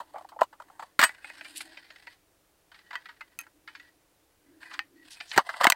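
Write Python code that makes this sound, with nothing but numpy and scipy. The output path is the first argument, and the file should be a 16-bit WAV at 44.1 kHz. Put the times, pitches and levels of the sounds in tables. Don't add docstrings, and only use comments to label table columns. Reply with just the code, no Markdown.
import sys
import numpy as np
from scipy import signal
from scipy.fft import rfft, irfft
from scipy.io import wavfile
from scipy.ndimage import uniform_filter1d

SR = 44100
rng = np.random.default_rng(int(sys.argv[2]) if len(sys.argv) > 2 else 0)


def to_wav(sig):
    pcm = np.clip(np.atleast_2d(sig), -1, 1) * 32767
    pcm = np.round(pcm).astype(np.int16)
    wavfile.write(sys.argv[1], SR, pcm.T)


N = 253575
TIME = np.arange(N) / SR
LID_OFF_S, LID_ON_S = 1, 5.385
OPEN_T60_S, SHUT_T60_S = 0.079, 0.025


def tin_response(t60, ring_db, vary_db, scatter_db, scatter_t60, detune=0.032):
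    # f/Hz, relative level/dB
    tin_modes = [(635, -1), (742, -0.5), (872, 1.5), (985, 2.5), (1162, -15), (1281, -12.5), (1453, -12),
                 (1566, -13.5), (1701, -5.5), (1878, -1), (1954, 6), (2260, 1), (2524, 7), (3036, 6),
                 (3908, -5.5), (4317, -2), (4586, -2.5), (5496, 2), (5824, 1), (6357, 12), (8220, 3),
                 (8672, -1), (11089, 3.5), (12333, 2)]
    t = TIME[:SR // 8]
    hz, db = np.transpose(tin_modes)
    hz = hz * (1 + detune * rng.standard_normal(len(hz)))
    strength = from_db(db + ring_db + vary_db * rng.standard_normal(len(hz)))
    strength *= rng.choice([-1, 1], len(hz))
    modes = strength @ np.sin(2 * np.pi * hz[:, None] * t) * from_db(-60 * t / t60)
    scatter = rng.standard_normal(len(t)) * from_db(scatter_db - 60 * t / scatter_t60)
    return (t == 0) + modes + scatter * (1 - np.exp(-t / .004))


def contact(s, pitch_hz, grind_s, thud_db, bottom_db, edge_db, tick_db):
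    t = TIME[:SR // 6]
    grind_s = np.clip(grind_s, 1e-4, .022)
    slips = grit(len(t), per_s=21000, spread_db=4.5) * np.exp(-t / grind_s) * (1 - np.exp(-t / 0.0011))
    force = from_db(-4.5) * (t == 0) + 65 * grind_s * slips
    if is_open(s) > .5:
        answer = tin_response(OPEN_T60_S, ring_db=-46.5, vary_db=3.5, scatter_db=-47.5, scatter_t60=.17)
    else:
        answer = tin_response(SHUT_T60_S, ring_db=-41.5, vary_db=3.5, scatter_db=-47.5, scatter_t60=.06)
    shell = signal.fftconvolve(force, answer)[:len(t)]
    width = np.interp(edge_db, [-22, -6], [1.28, 1.36])
    body = burst_one(band(band(shell, pitch_hz / width, pitch_hz * width), 500, 2500, order=3))
    bottom = rng.choice([-1, 1]) * burst_one(band(shell, 570, 920, order=3))
    thud = burst_one(band(force, 170, 380))
    edge = burst_one(band(shell, 2550, 4950, order=4))
    tick = burst_one(band(shell, 7000, 8900) + from_db(-7.5) * band(shell, 10200, 17000))
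    lows = from_db(-1.32) * body + from_db(bottom_db) * bottom + from_db(thud_db - 4.5) * thud
    return lows + from_db(edge_db - 3.43) * edge + from_db(tick_db - 2.5) * tick


def lid_knocks():
    # t/s, level/dB, f/Hz, grind/s, relative thud/dB, relative edge/dB
    knocks = [(0.9914, -14.5, 1384, .004, -14.5, -7.5), (0.999, -19, 1690, 0.016, -32, -8),
              (1.014, -18, 1500, 0.0035, -35, -6), (1.025, -11.5, 1500, 0.0077, -22, -10.5),
              (1.036, -15, 1651, 0.0055, -33, -4), (5.361, -29.5, 1450, 0.013, -3.5, -6.5),
              (5.377, -13, 1290, 0.0027, -5.5, -7.5), (5.382, -15, 1037, 0.0016, -15, -39),
              (5.387, -17.5, 1033, 0.007, -40, -14), (5.4902, -27, 1356, 0.0085, -44, -13.5),
              (5.54, -34.5, 1340, 0.0043, -27, -17), (5.602, -30.5, 1190, 0.013, -19, -15),
              (5.61, -17.5, 1000, 0.006, -31, -12.5), (5.633, -19, 1290, 0.028, -26, -8),
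              (5.643, -15, 1350, 0.0021, -20, -5.5), (5.652, -13, 920, 0.00092, -26, -20),
              (5.669, -10.5, 1550, .0022, -11, -10), (5.7008, -19, 1310, 0.0018, -26, 0.5),
              (5.7218, -18, 1930, 0.0017, -30, -6)]
    out = np.zeros(N)
    for s, db, pitch_hz, grind_s, thud_db, edge_db in knocks:
        tick_db = 0.5 + 1.9 * edge_db
        knock = contact(s, pitch_hz, grind_s, thud_db, bottom_db=-17, edge_db=edge_db, tick_db=tick_db)
        add(out, s, from_db(db) * knock)
    return out


def finger_taps():
    # t/s, level/dB, f/Hz, grind/s, relative edge/dB
    taps = [(0.001, -31.5, 865, 0.01, -18.5), (0.1425, -37.5, 780, .006, -42),
            (0.156, -33, 840, 0.016, -31), (0.182, -42.5, 790, 0.0038, -15), (0.21, -45.5, 900, 0.003, -22),
            (0.246, -43, 836, 0.0045, -24), (0.288, -50, 1010, 0.011, -3), (0.318, -44, 786, 0.012, -27.5),
            (0.36, -41.5, 694, 0.012, -33), (0.3893, -32.5, 930, .013, -26.5),
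            (0.409, -26.5, 828, .008, -11.5), (0.417, -12, 770, 0.0015, -34.5),
            (0.43, -30.5, 947, .007, -13.5), (0.527, -45, 920, 0.01, -16.5),
            (0.6, -40.5, 1040, 0.0043, -20), (0.621, -48.5, 1020, 0.0029, -10.5),
            (0.7, -47.5, 890, 0.0027, -24), (0.794, -37, 1080, 0.0074, -14),
            (0.823, -34.5, 935, 0.0066, -19)]
    out = np.zeros(N)
    for s, db, pitch_hz, grind_s, edge_db in taps:
        tap = contact(s, pitch_hz, grind_s, thud_db=-25.5, bottom_db=-12,
                      edge_db=edge_db, tick_db=edge_db - 5.5)
        add(out, s, from_db(db) * tap)
    return out


def hinge_catches(pitch_hz=1916):
    # t/s, level/dB, grind/s, relative edge/dB
    catches = [(1.093, -34.5, 0.0021, -16), (1.147, -52, 0.0042, -6), (1.245, -37.5, 0.0023, -25.5),
               (1.301, -40.5, 0.0013, -33), (1.41, -39, 0.0031, -11), (1.446, -42.5, 0.013, -2),
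               (1.606, -37.5, 0.0038, -2.5), (1.771, -43, 0.0055, -3), (1.903, -47, 0.0056, -1.5),
               (1.959, -50, 0.0057, -3), (2.07, -40.5, 0.0046, -8.5), (5.202, -42, 0.0053, 2.5),
               (5.2088, -37.5, .002, -4), (5.316, -40.5, 0.0019, 8), (5.338, -36, 0.015, -6)]
    out = np.zeros(N)
    for s, db, grind_s, edge_db in catches:
        catch = contact(s, pitch_hz, grind_s, thud_db=-23.5, bottom_db=-14, edge_db=edge_db, tick_db=-25)
        add(out, s, from_db(db) * catch)
    return out


def stick_nudges():
    # t/s, level/dB, f/Hz, grind/s, relative edge/dB
    nudges = [(2.716, -50.5, 1440, 0.008, -3.5), (2.744, -51, 1680, 0.0067, -2),
              (2.79, -54.5, 1634, 0.0041, -1.5), (2.907, -38.5, 1364, 0.007, -10.5),
              (2.928, -35, 1510, 0.02, -10.5), (2.9548, -29, 1520, 0.0025, -10.5),
              (3.056, -42, 1790, 0.0069, -7), (3.086, -41.5, 1500, 0.017, -7.5),
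              (3.208, -37, 1660, .006, -12.5), (3.3897, -44, 1620, 0.0093, -6),
              (3.467, -51, 1430, 0.0034, -17), (3.675, -39.5, 1630, .011, -7),
              (3.75, -42, 1700, 0.0086, -5), (3.797, -45.5, 1820, .005, -8),
              (4.629, -42.5, 1770, .0054, -11), (4.71, -41.5, 1520, 0.013, -7.5),
              (4.737, -38, 1500, 0.011, -3.5), (4.792, -26.5, 1740, 0.0018, -6)]
    out = np.zeros(N)
    for s, db, pitch_hz, grind_s, edge_db in nudges:
        nudge = contact(s, pitch_hz, grind_s, thud_db=-36, bottom_db=-25, edge_db=edge_db, tick_db=-24.5)
        add(out, s, from_db(db) * nudge)
    return out


def clinks(crack_db=-9, crack_s=0.0013):
    # t/s, level/dB
    landings = [(3.389, -30), (3.4056, -44), (3.412, -42), (5.702, -36.5)]
    # f/Hz, relative level/dB, t60/s
    piece_modes = [(1362, -12, .11), (2514, -2, .05), (2579, -6, .065), (6363, -8, .075), (10990, -10, .04),
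                   (11400, -13, .025)]
    out, t = np.zeros(N), TIME[:SR // 5]
    ring = sum(from_db(db - 60 * t / t60) * np.sin(2 * np.pi * hz * t) for hz, db, t60 in piece_modes)
    ring *= 1 - np.exp(-t / 0.00016)
    for s, db in landings:
        crack = burst_one(band(rng.standard_normal(len(t)) * np.exp(-t / crack_s), 6430, 15000))
        add(out, s, from_db(db) * (ring + from_db(crack_db) * crack))
    return out


def rim_squeal(roughness=0.43):
    # t/s, level/dB
    contour = [(1.015, -78), (1.028, -43), (1.036, -29), (1.043, -28), (1.052, -28), (1.066, -39),
               (1.078, -46), (1.10, -83.5)]
    # f/Hz, relative level/dB
    partials = [(8216, 0.5), (8290, -15.5), (12338, -23.5)]
    s, db = np.transpose(contour)
    sliding = (TIME > s[0]) & (TIME < s[-1])
    waver = 1 + roughness * rms_one(band(rng.standard_normal(N), 30, 250))
    return sliding * from_db(np.interp(TIME, s, db)) * waver * tones(partials)


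def rubbing(clump_db=3.5, attack_s=0.02, release_s=0.028):
    # start t/s, end t/s, level/dB, relative edge/dB, relative hiss/dB
    strokes = [(0.0, 0.104, -66.5, -3.5, -10), (0.118, 0.234, -63, -8, -11), (0.58, 0.79, -64, -11.5, -11),
               (0.797, 0.837, -52, -5, -13.5), (1.028, 1.068, -41, -5, -8.5),
               (1.127, 1.233, -59.5, -6.5, -17), (1.229, 1.398, -53.5, 0, -10.5),
               (1.416, 1.656, -57.5, 3.5, -2), (1.666, 1.881, -59.5, 1.5, -17),
               (1.9, 2.14, -62.5, 0, -12.5), (2.716, 2.885, -67.5, 1, -16), (2.902, 3.115, -66, -1, -19),
               (3.132, 3.332, -70, -3, -20), (3.39, 3.434, -56, -7, -13), (3.668, 3.878, -65, 0.5, -16.5),
               (4.453, 4.578, -76.5, -7.5, -16.5), (4.6, 4.764, -54, -2, -12.5),
               (4.95, 5.042, -71.5, 2, -12.5), (5.043, 5.31, -60.5, 5, -5),
               (5.304, 5.395, -41.5, -6.5, -12.5), (5.445, 5.587, -46, -4, -12.5),
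               (5.597, 5.674, -31, -14, -22)]
    shell, window = np.zeros(N), np.sqrt(np.hanning(SR // 8))
    for s in TIME[::len(window) // 2]:
        answer = tin_response(OPEN_T60_S, ring_db=-52, vary_db=7.5,
                              scatter_db=-44.5, scatter_t60=0.072, detune=0.019)
        slips = window * grit(len(window), per_s=1400, spread_db=0.5)
        add(shell, s, signal.fftconvolve(slips, answer))
    shell /= np.sqrt(uniform_filter1d(shell ** 2, size=2200) + 1e-9)
    shell *= from_db(clump_db * drift(130))
    low_register = rms_one(band(shell, 600, 1180, order=3))
    high_register = rms_one(band(shell, 1450, 1980))
    shut_body = low_register - from_db(-4.5) * high_register
    open_body = high_register - from_db(-10) * low_register
    body = is_open(TIME) * open_body + (1 - is_open(TIME)) * shut_body
    edge = from_db(-3) * rms_one(band(shell, 2500, 5000, order=4))
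    hiss = from_db(-0.5) * rms_one(band(band(shell, 6500, 17000, order=3), 7400, 9400, order=1))
    out = np.zeros(N)
    for start_s, end_s, db, edge_db, hiss_db in strokes:
        push = np.clip((TIME - start_s) / attack_s, 0, 1)
        push *= np.exp(-np.maximum(TIME - end_s, 0) / release_s)
        out += from_db(db) * push * (body + from_db(edge_db) * edge + from_db(hiss_db) * hiss)
    return out


def brushes(clump_db=-2.5):
    # t/s, rise/s, fall/s, level/dB, centre f/Hz, relative hiss/dB
    strokes = [(1.561, 0.0029, 0.022, -41.5, 3330, -5.5), (1.578, 0.0039, 0.0043, -50, 3850, 14),
               (1.61, 0.0058, 0.011, -47, 3440, 0.5), (4.738, 0.0046, 0.0065, -51, 4830, -25),
               (5.115, 0.0075, 0.0085, -54.5, 4300, -2), (5.138, 0.014, 0.011, -48, 4280, -9.5),
               (5.306, .018, 0.012, -47.5, 4950, -39)]
    fibres = grit(N, per_s=26000, spread_db=-17.5) * from_db(clump_db * drift(300))
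    hiss = rms_one(band(fibres, 7400, 11400))
    out = np.zeros(N)
    for s, rise_s, fall_s, db, centre_hz, hiss_db in strokes:
        envelope = np.exp(-.5 * ((TIME - s) / np.where(TIME < s, rise_s, fall_s)) ** 2)
        swish = rms_one(band(fibres, centre_hz / 1.4, centre_hz * 1.35))
        out += from_db(db) * envelope * (swish - from_db(hiss_db) * hiss)
    return out


def background(air_db=-67.5, hum_rest_db=-78):
    # f/Hz, relative level/dB
    air_spectrum = [(12, -31), (20, -2.5), (86, -3), (127, -6.5), (216, -8.5), (270, -16), (310, -8),
                    (446, -5.5), (485, -6), (1090, -12), (4180, -18), (13900, -20.5), (16000, -20.5)]
    # t/s, half length/s, level/dB
    swells = [(0.2, 0.43, -76), (1.57, 0.16, -64), (3.65, 0.23, -75), (4.53, 0.05, -59),
              (4.75, 0.069, -65.5), (4.98, 0.061, -59.5)]
    # f/Hz, level/dB
    whine = [(8728, -88.5), (11130, -89)]
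    hz, air_shape_db = np.transpose(air_spectrum)
    bins_hz = np.maximum(np.arange(N // 2 + 1) * SR / N, 1)
    colour = from_db(np.interp(np.log(bins_hz), np.log(hz), air_shape_db))
    air = rms_one(irfft(rfft(rng.standard_normal(N)) * colour, N))
    swell = sum(from_db(db) * np.exp(-.5 * ((TIME - s) / half_s) ** 2) for s, half_s, db in swells)
    hum = (from_db(hum_rest_db) + swell) * rms_one(band(rng.standard_normal(N), 280, 338))
    return from_db(air_db) * air + hum + tones(whine)


def is_open(s):
    return np.interp(s, [LID_OFF_S, LID_OFF_S + 0.04, LID_ON_S - .02, LID_ON_S], [0, 1, 1, 0])


def grit(count, per_s, spread_db):
    slips = (rng.random(count) < per_s / SR) * rng.choice([-1, 1], count)
    return rms_one(slips * from_db(spread_db * np.clip(rng.standard_normal(count), -2, 2)))


def drift(per_s):
    knots = rng.standard_normal(2000)
    return np.interp(TIME * per_s, np.arange(len(knots)), knots)


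def tones(partials):
    return sum(from_db(db) * np.sqrt(2) * np.sin(2 * np.pi * hz * TIME) for hz, db in partials)


def from_db(db):
    return 10 ** (np.asarray(db) / 20)


def rms_one(x):
    return x / np.sqrt(np.mean(x ** 2) + 1e-20)


def burst_one(x):
    return x / np.sqrt(np.sum(x ** 2) / (SR / 100) + 1e-20)


def band(x, low_hz, high_hz, order=2):
    return signal.sosfilt(signal.butter(order, [low_hz, high_hz], "band", fs=SR, output="sos"), x + 1e-18)


def add(out, s, sound):
    i = max(0, round(s * SR))
    out[i:i + len(sound)] += sound[:max(0, N - i)]


def scene():
    contacts = finger_taps() + lid_knocks() + hinge_catches() + stick_nudges()
    return (contacts + clinks() + rim_squeal() + rubbing() + brushes() + background())[None]


def record(dry, cutoff_hz=15800):
    rounded = 1.338 * np.tanh(dry / 1.409)
    return signal.sosfilt(signal.ellip(10, .1, 70, cutoff_hz, fs=SR, output="sos"), rounded)


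dry = scene()
out = record(dry)
to_wav(out)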